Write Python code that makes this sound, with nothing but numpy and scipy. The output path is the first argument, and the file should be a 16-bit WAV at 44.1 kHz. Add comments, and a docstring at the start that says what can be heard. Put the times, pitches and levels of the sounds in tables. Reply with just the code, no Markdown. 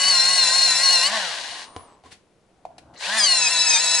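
"""A small battery pencil sharpener, held close, cuts a pencil: gears whine and rattle, wood scrapes,
and the motor sags at every turn of the blade. The pencil comes out; the motor races, then coasts to a
stop with a thin whistle. Pencils are swapped with a few taps and rubs in a quiet room. The next one
starts the motor, which races, then labours as the blade bites."""
import sys
import numpy as np
from scipy import signal
from scipy.fft import rfft, irfft
from scipy.io import wavfile
from scipy.ndimage import uniform_filter1d

SR = 44100
rng = np.random.default_rng(int(sys.argv[2]) if len(sys.argv) > 2 else 0)


def wav_record(signal):
    """Record a signal, one row per channel, as 16-bit PCM in the file named by sys.argv[1]."""
    frames = np.transpose(np.atleast_2d(signal))
    bounded = np.clip(frames, -1, 1)
    # unit amplitude maps onto the largest positive 16-bit level
    quanta = np.round(bounded * 32767).astype(np.int16)
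    wavfile.write(sys.argv[1], SR, quanta)


N = 176400
TIME_S = np.arange(N) / SR
PINION_TEETH = 8

# Motor speed. Each row: time in seconds, turns per second.
MOTOR_SPEED = [(0.0, 183.8), (0.065, 183.4), (0.09, 188.4), (0.12, 181.7), (0.195, 171.4), (0.3, 179.5),
               (0.37, 180.8), (0.47, 167.9), (0.58, 179.7), (0.615, 175.3), (0.64, 179.9), (0.675, 172.7),
               (0.75, 166.1), (0.85, 181.6), (0.895, 177.0), (0.92, 181.5), (0.955, 174.2), (1.02, 170.7),
               (1.075, 189.1), (1.145, 226), (1.17, 219.2), (1.29, 160), (1.4, 118.8), (1.65, 55),
               (2.0, 12), (2.95, 12), (3.03, 138), (3.085, 188), (3.13, 216), (3.175, 224.5), (3.21, 206.6),
               (3.255, 196.8), (3.28, 182.3), (3.48, 156.6), (3.51, 170.0), (3.57, 164.0), (3.65, 164.3),
               (3.745, 156.4), (3.77, 150.4), (3.82, 169.9), (3.87, 161.4), (3.94, 166.5), (4.0, 159.5)]
# Cutting level, for scrape and loaded buzz. 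Each row: time in seconds, level in dB.
CUT_LEVEL = [(0, -24.5), (1.08, -24), (1.1, -29), (1.13, -119), (3.12, -44), (3.17, -26), (4, -26.5)]


def from_db(db):
    """Decibels to gain."""
    return 10 ** (np.asarray(db) / 20)


def unit_rms(x):
    """Scale to unit rms."""
    return x / np.sqrt(np.mean(x ** 2) + 1e-20)


def in_time(rows):
    """Control curve at every sample."""
    return np.interp(TIME_S, *np.transpose(rows))


def per_bin(rows):
    """Spectrum table at every frequency bin."""
    hz, value = np.transpose(rows)
    return np.interp(np.log(np.arange(N // 2 + 1) * SR / N + 1), np.log(hz), value)


def pan(left_db):
    """Left and right gains, mean one."""
    gains = from_db(np.array([[.5], [-.5]]) * left_db)
    return gains / gains.mean(axis=0)


def drift(rate_hz):
    """Slow random wander, unit rms."""
    hz = np.arange(N // 2 + 1) * SR / N
    return unit_rms(irfft(rfft(rng.standard_normal(N)) / (1 + (hz / rate_hz) ** 2), N))


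def coloured(mid_side, colour):
    """Filter mid and side into unit-rms stereo, wider and further left in the treble."""
    # Each row: frequency in Hz, left-right likeness from 0 to 1.
    likeness = [(1000, 0.85), (2500, 0.6), (7000, 0.5)]
    # Each row: frequency in Hz, left over right in dB.
    lean = [(400, -1.5), (2500, 5.5), (11000, 1.5)]
    mid, side = rfft(mid_side)
    alike = per_bin(likeness)
    stereo = np.sqrt(1 + alike) * mid + np.sqrt(1 - alike) * side * [[1], [-1]]
    return unit_rms(irfft(stereo * from_db(per_bin(colour)) * pan(per_bin(lean)), N))


def noise(colour, gate=1.0):
    """Gated, coloured stereo noise."""
    return coloured(rng.standard_normal((2, N)) * gate, colour)


def die_away(clicks, decay_s):
    """Exponential tail on each click."""
    return signal.lfilter([1], [1, -np.exp(-1 / (decay_s * SR))], clicks + 1e-18)


def partial(turns, multiple, waver_db, waver_hz, lead_rad=0):
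    """Wavering stereo harmonic of the shaft rotation."""
    phase = 2 * np.pi * (multiple * turns + rng.random()) + lead_rad * np.array([[.5], [-.5]])
    return unit_rms(np.cos(phase) * from_db(waver_db * drift(waver_hz)))


def gear_whine(turns):
    """Loaded teeth sing at mesh harmonics: the third leads, chatter frays the others."""
    # Third harmonic; all others; extra on the lowest. Each row: time in seconds, level in dB.
    main_level = [(0, -28.5), (.09, -15.5), (.25, -19), (.35, -23.5), (.4, -15), (.47, -20.5), (.7, -17.5),
                  (.745, -23.5), (.885, -16), (1.08, -24), (1.11, -79), (3.15, -84), (3.195, -20),
                  (3.32, -17.5), (3.485, -32.5), (3.62, -18), (3.675, -29), (3.765, -19.5), (3.795, -29.5),
                  (3.96, -19), (4, -46)]
    others_level = [(0, -23), (.445, -21.5), (1.08, -23.5), (1.1, -68), (2.99, -86.5), (3.045, -48.5),
                    (3.16, -34), (3.18, -22.5), (3.33, -23), (3.475, -17), (3.495, -22), (3.625, -20.5),
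                    (3.76, -15.5), (3.815, -22), (4, -16.5)]
    lowest_boost = [(.05, 2), (.15, -10), (.8, -10), (1.08, 0), (3.05, 17), (3.14, -1.5), (4, -9.5)]
    # Tooth chatter, growing with load. Each row: time in seconds, rms timing error in turns.
    chatter = [(3.3, .0014), (3.6, .003)]
    # Each entry: shaft multiple, then level in dB, left pan in dB, left lead in radians.
    mesh = {16: (-1.9, 2.5, -0.16), 32: (-5.5, 3.6, 1.6), 40: (-7.5, 0.9, 1.7), 48: (-12, 7, 1.1),
            56: (-17.5, 3, 0.75)}
    main = partial(turns, 3 * PINION_TEETH, waver_db=2, waver_hz=56) * pan(left_db=3.5)
    harmonics = []
    for multiple, (db, left_db, lead_rad) in mesh.items():
        frayed_turns = turns + in_time(chatter) * drift(rate_hz=70)
        tone = partial(frayed_turns, multiple, waver_db=3.5, waver_hz=40, lead_rad=lead_rad)
        harmonics.append(from_db(db) * pan(left_db) * tone)
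    others = from_db(in_time(lowest_boost)) * harmonics[0] + sum(harmonics[1:])
    return from_db(in_time(main_level)) * main + from_db(in_time(others_level)) * others


def buzz(turns, orders):
    """Unevenness of rotor and pinion repeats every turn."""
    return sum(from_db(db) * partial(turns, multiple, waver_db=2.3, waver_hz=20)
               * pan(left_db=2.5 * (multiple > PINION_TEETH)) for multiple, db in orders.items())


def housing(x):
    """The hollow plastic shell adds its resonances to what shakes it."""
    # Each row: resonance in Hz, gain in dB.
    peaks = [(705, -2.5), (1910, -0.5), (2900, 1), (3950, -1), (4320, -0.5)]
    width_hz = 52
    ringing = sum(from_db(db) * signal.lfilter(*signal.iirpeak(hz, hz / width_hz, fs=SR), x)
                  for hz, db in peaks)
    return unit_rms(x + ringing)


def gear_rattle(turns):
    """Each tooth lands with a tick. Racing, loose gears buzz and the pinion growls; coasting, they whirr."""
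    # Each row: time in seconds, level in dB.
    rattle_level = [(0, -32.5), (1.07, -32), (1.15, -25.5), (1.3, -29), (1.63, -34), (1.71, -54.5),
                    (1.95, -62.5), (2.0, -86), (2.928, -96), (2.94, -47), (2.985, -55), (3.005, -34.5),
                    (3.04, -28.5), (3.16, -28.5), (3.3, -34)]
    growl_level = [(1.0, -59), (1.09, -33.5), (1.22, -38), (1.38, -52), (1.45, -96), (3.0, -89),
                   (3.06, -48), (3.12, -30.5), (3.18, -23.5), (3.26, -41)]
    whirr_level = [(1.1, -96), (1.4, -47.5), (1.82, -45.5), (1.97, -51), (2.02, -58), (2.2, -100)]
    # Each row: frequency in Hz, spectral density in dB.
    rattle_colour = [(150, -29), (350, -23), (620, -6.5), (1050, -1), (1280, -14), (1600, 0.5), (2250, -5),
                     (4200, -1), (7200, -10.5), (11000, -18.5)]
    whirr_colour = [(60, -11), (750, -0.5), (1080, 5), (1450, -11.5), (4000, -20.5), (10000, -29.5)]
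    # Each entry: shaft multiple, relative level in dB.
    loose_orders = {1: -18.5, 3: -8.5, 4: -10.5, 5: -8.5, 7: -14}
    growl_orders = {8: 0, 9: -2.5}
    spread_db, hiss_floor, racing_turns_per_s = 1, 0.24, 220
    landings = np.diff(np.floor(turns * PINION_TEETH), prepend=0) > 0
    clicks = landings * from_db(spread_db * np.clip(rng.standard_normal(N), -2, 2))
    ticks = die_away(clicks, decay_s=0.00024) + hiss_floor
    racing = (in_time(MOTOR_SPEED) / racing_turns_per_s) ** 5
    rattle = housing(noise(rattle_colour, ticks)) + racing * buzz(turns, loose_orders)
    growl = from_db(in_time(growl_level)) * buzz(turns, growl_orders)
    whirr = from_db(in_time(whirr_level)) * noise(whirr_colour, ticks)
    return from_db(in_time(rattle_level)) * rattle + growl + whirr


def loaded_buzz(turns):
    """Rotor and pinion buzz under the cutting load."""
    # Each entry: shaft multiple, level in dB relative to the scrape.
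    orders = {1: -29.5, 3: -25, 6: -11, 8: -18, 9: -13.5, 11: -10.5, 12: -18, 14: -18, 15: -19, 21: -11.5,
              25: -13, 27: -12, 29: -17}
    return from_db(in_time(CUT_LEVEL)) * buzz(turns, orders)


def blade_scrape(turns):
    """Wood scrapes grainily on the blade; each motor turn partly repeats the last, so it rasps."""
    # Each row: frequency in Hz, spectral density in dB.
    colour = [(300, -33), (700, -3), (1250, -18), (2000, -5.5), (3300, -16), (4200, 3.5), (5000, -6.5),
              (7800, -4.5), (9500, -10.5)]
    steps_per_turn, repeat_share, chip_db = 2048, .3, 2.5
    oversample = 8  # smooths the roughness within each turn
    rough = rng.standard_normal((2, int(turns.max()) + 1, steps_per_turn // oversample))
    rough = signal.lfilter([1], [1, -repeat_share], rough, axis=1).reshape(2, -1)
    rough = signal.resample_poly(rough, oversample, 1, axis=1)
    rasp = [np.interp(turns * steps_per_turn, np.arange(len(row)), row) for row in rough]
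    chips = from_db(chip_db * drift(rate_hz=90))
    return from_db(in_time(CUT_LEVEL)) * coloured(rasp * chips, colour)


def room_tone():
    """Faint, steady, dull room noise."""
    # Each row: frequency in Hz, spectral density in dB.
    colour = [(25, -0.5), (300, 0), (480, 2), (1000, -10), (11000, -24.5)]
    return from_db(-61.5) * noise(colour)


def whistle():
    """A thin tone glides up and down as the motor coasts."""
    # Each row: time in seconds, pitch in Hz, rms level in dB.
    glide = [(1.452, 8700, -73), (1.515, 9200, -49), (1.57, 9400, -54), (1.644, 9100, -58),
             (1.739, 9000, -59), (1.807, 10300, -55.5), (1.85, 9600, -59), (1.895, 8000, -71),
             (1.96, 8000, -70)]
    time_s, hz, db = np.transpose(glide)
    pitch_hz = uniform_filter1d(np.interp(TIME_S, time_s, hz), size=900)
    level = from_db(np.interp(TIME_S, time_s, db, left=-200, right=-200))
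    return np.sqrt(2) * level * np.sin(2 * np.pi * np.cumsum(pitch_hz) / SR)


def ring(force, modes):
    """Sum of damped modes driven by a force."""
    total = np.zeros(N)
    for hz, db, t60_s in modes:
        radius, step_rad = np.exp(-np.log(1000) / (t60_s * SR)), 2 * np.pi * hz / SR
        feedback = [1, -2 * radius * np.cos(step_rad), radius ** 2]
        total += from_db(db) * signal.lfilter([.5, 0, -.5], feedback, force + 1e-18)
    return total


def body_thud(force):
    """A firm bump shakes the whole sharpener."""
    # Each row: mode in Hz, level in dB, T60 in seconds.
    modes = [(89, -6, 0.08), (277, -0.5, 0.024), (437, -1, 0.022), (1010, -2.5, .04), (2900, -12, 0.036)]
    return ring(force, modes)


def case_ring(force):
    """A soft contact rings the plastic case in a narrow band."""
    # Each row: mode in Hz, level in dB before the band-pass, T60 in seconds.
    modes = [(728, -4, 0.017), (1920, -24.5, .03), (2430, -12.5, 0.015)]
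    low_hz, high_hz = 500, 1030
    contact = signal.butter(2, (low_hz, high_hz), "band", fs=SR, output="sos")
    return signal.sosfilt(contact, ring(force, modes))


def handling():
    """Pencil and hand tap the case; the pencil slides on cloth and plastic."""
    # Each row: start in seconds, then drive in dB of thud, case ring and tick.
    knocks = [(1.7641, -28.5, -22, -42), (2.038, -51.5, -34, -61), (2.652, -68, -15, -50.5),
              (2.7814, -69, -30, -40.5)]
    # Each row: peak time, rise and fall in seconds, then drive in dB of thud, case ring and hiss.
    slides = [(2.065, 0.021, 0.046, -50.5, -59, -55), (2.128, 0.013, 0.013, -76, -64, -43),
              (2.71, 0.014, 0.014, -80, -49.5, -77)]
    taps, rubs = np.zeros((2, 3, N))
    for start_s, *drives_db in knocks:
        taps[:, int(start_s * SR)] += from_db(drives_db)
    for peak_s, rise_s, fall_s, *drives_db in slides:
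        age_s = TIME_S - peak_s
        envelope = np.exp(-np.where(age_s < 0, (age_s / rise_s) ** 2, age_s / fall_s))
        rubs += from_db(drives_db)[:, None] * envelope
    tap_thud, tap_case, tap_tick = taps
    rub_thud, rub_case, rub_hiss = rubs
    friction = rng.standard_normal(N)
    tapped = body_thud(tap_thud) + case_ring(tap_case)
    rubbed = rub_thud * unit_rms(body_thud(friction)) + rub_case * unit_rms(case_ring(friction))
    # Each row: frequency in Hz, spectral density in dB.
    edge_colour = [(200, 1), (1200, -5), (1750, 5), (4300, 3.5), (5500, 0.5), (11000, -6.5)]
    edge = (die_away(tap_tick, decay_s=0.0075) + rub_hiss) * noise(edge_colour)
    return tapped + rubbed + edge


def with_echo(x, echo_db=-7, t60_s=0.25):
    """The room adds a faint, short tail."""
    tail = rng.standard_normal((2, SR // 2)) * np.exp(-np.log(1000) * TIME_S[:SR // 2] / t60_s)
    return x + from_db(echo_db) * signal.fftconvolve(x, tail / np.linalg.norm(tail[0]), axes=1)[:, :N]


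def scene():
    """One shaft drives gears and blade; whistle, handling and room lie around it."""
    jitter_turns = 0.0021 * drift(rate_hz=26)
    turns = np.cumsum(in_time(MOTOR_SPEED)) / SR + jitter_turns
    motor = gear_whine(turns) + gear_rattle(turns) + loaded_buzz(turns)
    return motor + blade_scrape(turns) + whistle() + with_echo(handling()) + room_tone()


def record(dry):
    """Steep low-pass."""
    cutoff_hz = 11020
    return signal.sosfilt(signal.ellip(12, .1, 80, cutoff_hz, fs=SR, output="sos"), dry)


dry = scene()
out = record(dry)
wav_record(out)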